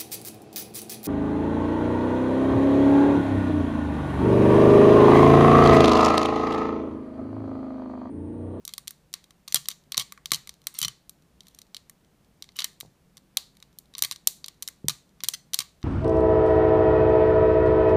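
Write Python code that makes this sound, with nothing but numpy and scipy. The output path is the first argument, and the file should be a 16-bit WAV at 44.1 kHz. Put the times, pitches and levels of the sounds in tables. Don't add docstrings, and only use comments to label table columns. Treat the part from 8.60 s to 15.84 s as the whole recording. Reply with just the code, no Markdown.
import sys
import numpy as np
from scipy import signal
from scipy.fft import rfft, irfft
from scipy.io import wavfile
from scipy.ndimage import uniform_filter1d

SR = 44100
rng = np.random.default_rng(int(sys.argv[2]) if len(sys.argv) > 2 else 0)


def dump_mix(stems):
    frames = np.atleast_2d(stems).T
    limited = np.clip(frames, -1, 1)
    pcm = np.round(limited * 32767).astype(np.int16)
    wavfile.write(sys.argv[1], SR, pcm)


N = 319284
TAPS = 4096
HZ = np.fft.rfftfreq(TAPS, 1 / SR) + 1e-3

# (nominal frequency [Hz], width [Hz], relative level [dB])
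LOCK_MODES = [(1141, 115, -1), (2100, 380, -4.5), (3210, 300, 1.5), (3810, 230, 4), (4187, 400, 4),
              (4813, 560, -2.5), (5902, 480, 2.5), (7205, 400, -3), (8760, 440, -1), (10100, 1200, -11),
              (10830, 290, -7), (11900, 520, -5), (14300, 2200, -11.5)]
# (time [s], level over 4 ms [dB], knock at 1-2 kHz [dB],
# brightness at 12 kHz [dB], delay of the rebound [s], level of the rebound over 4 ms [dB],
# level of the jolt over 20 ms [dB])
SLIPS = [(0.945, -11, -3.5, 9.5, 0.013, -20, -47), (1.0861, -20.5, 0.5, 7, 0.018, -37.5, -69.5),
         (1.378, -15.0, -3.0, 2, 0.019, -24.5, -45), (1.7186, -15.0, 7.5, 4.5, 0.0166, -24, -42),
         (5.4231, -13.5, 3, 14.0, 0.014, -24.5, -51), (5.5126, -26, -0.5, 0.5, 0.0088, -33, -59),
         (6.2842, -15, 0.5, 5.5, 0.012, -24.5, -43), (6.6367, -24, 4.5, 9, 0.0081, -30.5, -53),
         (6.9898, -18.5, -2.5, 2, 0.015, -28.5, -52)]


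def amp(db):
    return 10 ** (np.asarray(db) / 20)


def read(points, hz):
    f, value = np.transpose(points)
    return np.interp(np.log(hz + 1), np.log(f + 1), value)


def add(mix, s, sound):
    part = mix[max(round(s * SR), 0):][:len(sound)]
    part += sound[:len(part)]


def levelled(x, db, seconds):
    return x * amp(db) * np.sqrt(seconds * SR / np.sum(x ** 2))


def ring(drive, gain):
    log_gain = np.log(np.maximum(gain, 1e-5))
    circle = np.r_[log_gain, log_gain[-2:0:-1]]
    spectrum = np.exp(np.conj(signal.hilbert(circle)))
    response = np.fft.ifft(spectrum).real
    return signal.fftconvolve(drive, response[:TAPS // 2])


def resonances(modes, shift=0., vary_db=0.):
    hz, width, db = np.transpose(modes)[:, :, None]
    detune, favour = rng.standard_normal((2, len(modes), 1))
    hz = hz * (1 + shift * detune)
    off_resonance = (HZ ** 2 - hz ** 2) / (HZ * width)
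    power = amp(db + vary_db * favour) ** 2 / (1 + off_resonance ** 2)
    return np.sqrt(np.sum(power, 0))


def air(level_db=-63.5, drone_width_hz=6, waver_db=0.5):
    # (frequency [Hz], relative spectrum level [dB])
    air_spectrum = [(20, -15.5), (55, -5), (115, -11), (175, -1.5), (240, -10), (500, -16.5), (1500, -25.5),
                    (15000, -36)]
    # (frequency [Hz], level [dB])
    drone_bands = [(58, -76), (144, -74.5)]
    hz = np.fft.rfftfreq(N, 1 / SR)
    layers = [(amp(read(air_spectrum, hz)), level_db)]
    layers += [(1 / (1 + ((hz - f) / drone_width_hz) ** 2), db) for f, db in drone_bands]
    still = np.zeros(N)
    for shape, db in layers:
        noise = irfft(rfft(rng.standard_normal(N)) * shape, N)
        still += levelled(noise, db, N / SR)
    rumble = irfft(rfft(still) / (1 + (hz / 700) ** 2), N)
    drift = irfft(rfft(rng.standard_normal(N)) * (hz < 6), N)
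    wavering_gain = amp(waver_db * drift / drift.std())
    return still + rumble * (wavering_gain - 1)


def blow(first=.8, chatter_s=0.0019):
    t = np.arange(TAPS // 8) / SR
    bounces = rng.standard_normal(len(t)) * np.exp(-t / chatter_s)
    drive = first * (t == 0) + bounces / np.linalg.norm(bounces)
    broad_power = uniform_filter1d(abs(rfft(drive, TAPS)) ** 2, size=130)
    return ring(drive, 1 / np.sqrt(broad_power))


def modes_at(s):
    # (nominal frequency [Hz], width [Hz], relative level [dB])
    tool_modes = [(3030, 61, 8)]
    # (start [s], length [s])
    drawn_out = [(2.14, .17), (3.95, .12)]
    tool_is_free = any(start < s < start + length for start, length in drawn_out)
    return LOCK_MODES + tool_modes if tool_is_free else LOCK_MODES


def lock_gain(modes, vary_db=2.5, corner_hz=1020, bass_db=-5):
    floor = amp(bass_db)
    radiation = floor + (1 - floor) / (1 + (corner_hz / HZ) ** 8)
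    return resonances(modes, shift=.012, vary_db=vary_db) * radiation


def colour(db, knock_db, bright_db, shove=0.81, firm_db=-27, bass_share=0.63, mid_share=0.59):
    bass_db = bass_share * knock_db + shove * max(db - firm_db, 0)
    points = [(750, bass_db), (1100, knock_db), (2000, knock_db), (3200, 0.00045), (4400, 0.016),
              (7000, mid_share * bright_db), (12000, bright_db)]
    return read(points, HZ)


def contact(s, db, colour_db=0., blur=2.5):
    tone = amp(colour_db)
    near = ring(blow(), lock_gain(modes_at(s)) * tone)
    blurred = [(hz, blur * width, level) for hz, width, level in LOCK_MODES]
    around = ring(signal.unit_impulse(TAPS // 8), lock_gain(blurred) * tone)
    return levelled(near, db, .004), levelled(around, db, .004)


def touches(start, length, db, per_s, spread_db=2.0):
    count = max(round(per_s * length), 1)
    draws = rng.random((64, 2))[:count]
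    return [(start + when * length, db - spread_db * np.log(size + .05), 0, 0) for when, size in draws]


def pins(idle_db=-66, idle_per_s=4.5, probing_per_s=24, rebound_knock_db=-3, rebound_bright_db=2.5):
    # (time [s], level over 4 ms [dB], knock at 1-2 kHz [dB],
    # brightness at 12 kHz [dB])
    clicks = [(0.052, -33, -14.0, 11), (0.0781, -31.5, 1.5, 8), (0.0917, -41, -2.0, -3.0),
              (0.1374, -31.5, -8.5, 2.0), (0.1805, -30.5, 2.0, 6.0), (0.2739, -39.5, 2, 3),
              (0.279, -29.0, -4.0, 4.5), (0.3079, -37.5, 9, 15), (0.53, -46.0, -6, 6.5),
              (0.5395, -26.5, -2, -1.0), (0.6415, -50.5, -0.5, 0), (0.7076, -50, 5, 1.0),
              (0.8785, -38, 6, 0.0), (0.8818, -36, -2, -1.5), (0.924, -29, -2.5, 2.5),
              (1.0568, -40.5, -3.0, -14.5), (1.1139, -36, -2.5, -4.5), (1.3209, -27.0, -5, -1.5),
              (1.3445, -28.5, 5.0, -11.5), (1.3707, -28.5, -2.5, -0.5), (1.422, -37.5, -5.5, -2),
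              (1.5227, -36, 12.5, 9), (1.5765, -46.5, 24.5, -5), (1.658, -29.0, -4.0, -1),
              (1.707, -40.5, -4.5, -7), (1.7455, -24, -9, 1.0), (1.759, -36.5, -6, 0.0),
              (1.8739, -40, 5, 3), (1.8932, -34.5, -2.5, -3.5), (2.07, -23.5, 3.0, 6.5),
              (2.142, -45.5, 11, 19.5), (2.1888, -23, -0.5, 21.5), (2.203, -38, -1.0, 24),
              (2.216, -23.0, -4, 4), (2.2286, -22, -4.5, 1), (2.248, -22.0, -8, -9), (2.282, -27, -0.5, -3),
              (2.495, -38.5, -8, 9.5), (2.8066, -43.5, -9, -4.5), (2.869, -51.5, 2, 0.0),
              (2.8836, -49.5, 0.0, 7), (2.948, -49.5, 1.0, 8), (2.9882, -43, -3.5, 3.5),
              (3.0173, -45, -8, -1), (3.1463, -34.5, -7.5, -7.5), (3.167, -35.5, -4, -5.0),
              (3.2968, -42.5, 11, 16.5), (3.8241, -34.5, -8, -5.0), (3.842, -49.5, -3.0, -6.0),
              (3.8903, -48, 1, -14), (3.967, -40.5, -5.0, 17), (3.9891, -24.5, 0, -8),
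              (3.9936, -24.5, -6, -2), (4.0043, -29, -3, -5.0), (4.0208, -30.0, 0, -15.5),
              (4.044, -21.5, -2, 6.5), (4.203, -37, 4, 16), (4.2093, -33.5, 0.5, 3.0),
              (4.5702, -45.5, -2.5, 4.5), (4.578, -48.5, 2.0, -2.5), (4.7714, -16, -9.0, 0.5),
              (5.026, -43.5, 3.0, -2), (5.1871, -37.5, -14.5, 11.5), (5.3388, -47.5, 2.5, -6),
              (5.3513, -34, -4.5, -17.5), (5.3822, -31.5, -1, 7.5), (5.391, -32.5, 0.5, 4.0),
              (5.4485, -24.0, -4.5, 4.5), (5.5607, -41, -4, -9.0), (5.673, -10.5, -5.5, 10.5),
              (5.8432, -32, -3.5, -12), (5.8614, -40, -7.5, 6), (5.883, -34, -2, -3),
              (6.0245, -29.0, -4.0, 8.5), (6.029, -35, -4.5, 2), (6.077, -28.5, -8, 3.5),
              (6.0861, -33.5, 8.5, 7.5), (6.6053, -42.5, 0.5, -15.5), (6.6861, -16.5, -5.5, 7.5),
              (6.9349, -25.0, -1, 2), (6.9433, -18, -5, 4.5), (7.229, -44.5, 12.5, -18)]
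    # (start [s], length [s], base level of its touches [dB])
    probing = [(1.935, .13, -60), (4.961, .07, -56.5)]
    hits = list(clicks)
    for s, db, knock_db, bright_db, rebound_s, rebound_db, _ in SLIPS:
        hits.append((s, db, knock_db, bright_db))
        hits.append((s + rebound_s, rebound_db, rebound_knock_db, rebound_bright_db))
    for start, length, db in probing:
        hits += touches(start, length, db, probing_per_s)
    hits += touches(0, N / SR, idle_db, idle_per_s)
    near, around = np.zeros((2, N))
    for s, db, knock_db, bright_db in hits:
        to_microphone, to_room = contact(s, db, colour(db, knock_db, bright_db))
        add(near, s, to_microphone)
        add(around, s, to_room)
    return near, around


def room(x, first_s=0.004, wall_s=.0135, wall_db=-25):
    # (frequency [Hz], time to fall by 60 dB [s])
    decay_times = [(150, 0.0008), (1000, 0.24), (4000, 0.32), (8000, 0.29), (15000, 0.21)]
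    # (frequency [Hz], gain [dB])
    tail_gains = [(150, -6.5), (1100, -14.5), (2100, -12.5), (3200, -20.5), (4200, -15.5), (5400, -21.5),
                  (7200, -17), (9300, -20.5), (12000, -22.5), (15000, -17)]
    hz, t, noise = signal.stft(rng.standard_normal(SR // 2), SR, nperseg=256)
    t60 = read(decay_times, hz)[:, None]
    unit_energy = np.sqrt(2 * np.log(1000) / (t60 * SR))
    gain = amp(read(tail_gains, hz))[:, None] * unit_energy
    decay = np.exp(-np.log(1000) * t / t60)
    tail = signal.istft(noise * gain * decay, SR, nperseg=256)[1]
    out = np.zeros(N)
    add(out, first_s, signal.fftconvolve(x, tail))
    add(out, wall_s, amp(wall_db) * x)
    return out


def scrapes(slips_per_s=1100, spread_db=3, fade_db=6, tilt_db=-1.8, pivot_hz=5000):
    # (start [s], length [s], level [dB])
    drags = [(0.085, .043, -59), (0.882, .04, -57), (2.147, 0.038, -48.5), (2.184, 0.027, -43.5),
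             (2.229, .014, -30.5), (2.248, .011, -29), (2.851, 0.1706, -71.5), (3.957, .035, -50),
             (3.993, .037, -42.5), (4.04, 0.013, -36.5), (5.368, 0.0541, -57), (6.736, 0.014, -31)]
    after, lasts, chatter_db = .8, 1.45, -8
    chatter = [(s + after * rebound_s, lasts * rebound_s, rebound_db + chatter_db)
               for s, *_, rebound_s, rebound_db, _ in SLIPS]
    tilt = amp(tilt_db * np.log2(np.maximum(HZ / pivot_hz, .2)))
    out = np.zeros(N)
    for s, length, db in drags + chatter:
        samples = int(np.clip(length * SR, 20, 2 * TAPS))
        chance, size = rng.random((2, 2 * TAPS))[:, :samples]
        slips = (chance < slips_per_s / SR) | (chance == chance.min())
        easing_db = fade_db * np.linspace(0, 1, samples)
        force = slips * amp(-spread_db * np.log(size + .03) - easing_db)
        drive = signal.fftconvolve(force, blow())
        rung = ring(drive, lock_gain(modes_at(s)) * tilt)
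        add(out, s, levelled(rung, db, length))
    return out


def push(db, edge_hz, fade_s=.003, rattle=.031):
    # (frequency [Hz], width [Hz], relative level [dB])
    table_modes = [(59.7, 22, -9), (134, 42, -2), (197.67, 65, -5.5), (460, 590, -13)]
    t = np.arange(TAPS) / SR
    drive = (t == 0) + rattle * rng.standard_normal(len(t)) * np.exp(-t / fade_s)
    rounding = 1 / np.sqrt(1 + (HZ / edge_hz) ** 8)
    return levelled(ring(drive, resonances(table_modes) * rounding), db, .02)


def thuds(jolt_hz=427, settle_s=.018, settle_db=-5, settle_hz=165, settle_fade_s=.026):
    # (time [s], level over 20 ms [dB], upper edge [Hz])
    bumps = [(2.218, -49.5, 219), (2.252, -45.5, 160), (4.231, -52, 1100), (4.25, -56, 800),
             (6.244, -36, 395)]
    jolts = [(s, jolt_db, jolt_hz) for s, *_, jolt_db in SLIPS]
    out = np.zeros(N)
    for s, db, edge_hz in bumps + jolts:
        add(out, s, push(db, edge_hz))
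        add(out, s + settle_s, push(db + settle_db, settle_hz, settle_fade_s, rattle=0.28))
    return out


def scene():
    near, around = pins()
    handling = scrapes() + thuds()
    direct = near + handling
    return (direct + room(around + handling) + air())[None]


def record(dry):
    low_pass = signal.firwin(255, 15220, window=("kaiser", 8), fs=SR)
    overloaded = np.clip(dry, -.88, .88)
    return signal.oaconvolve(overloaded, low_pass[None], "same")


dry = scene()
out = record(dry)
dump_mix(out)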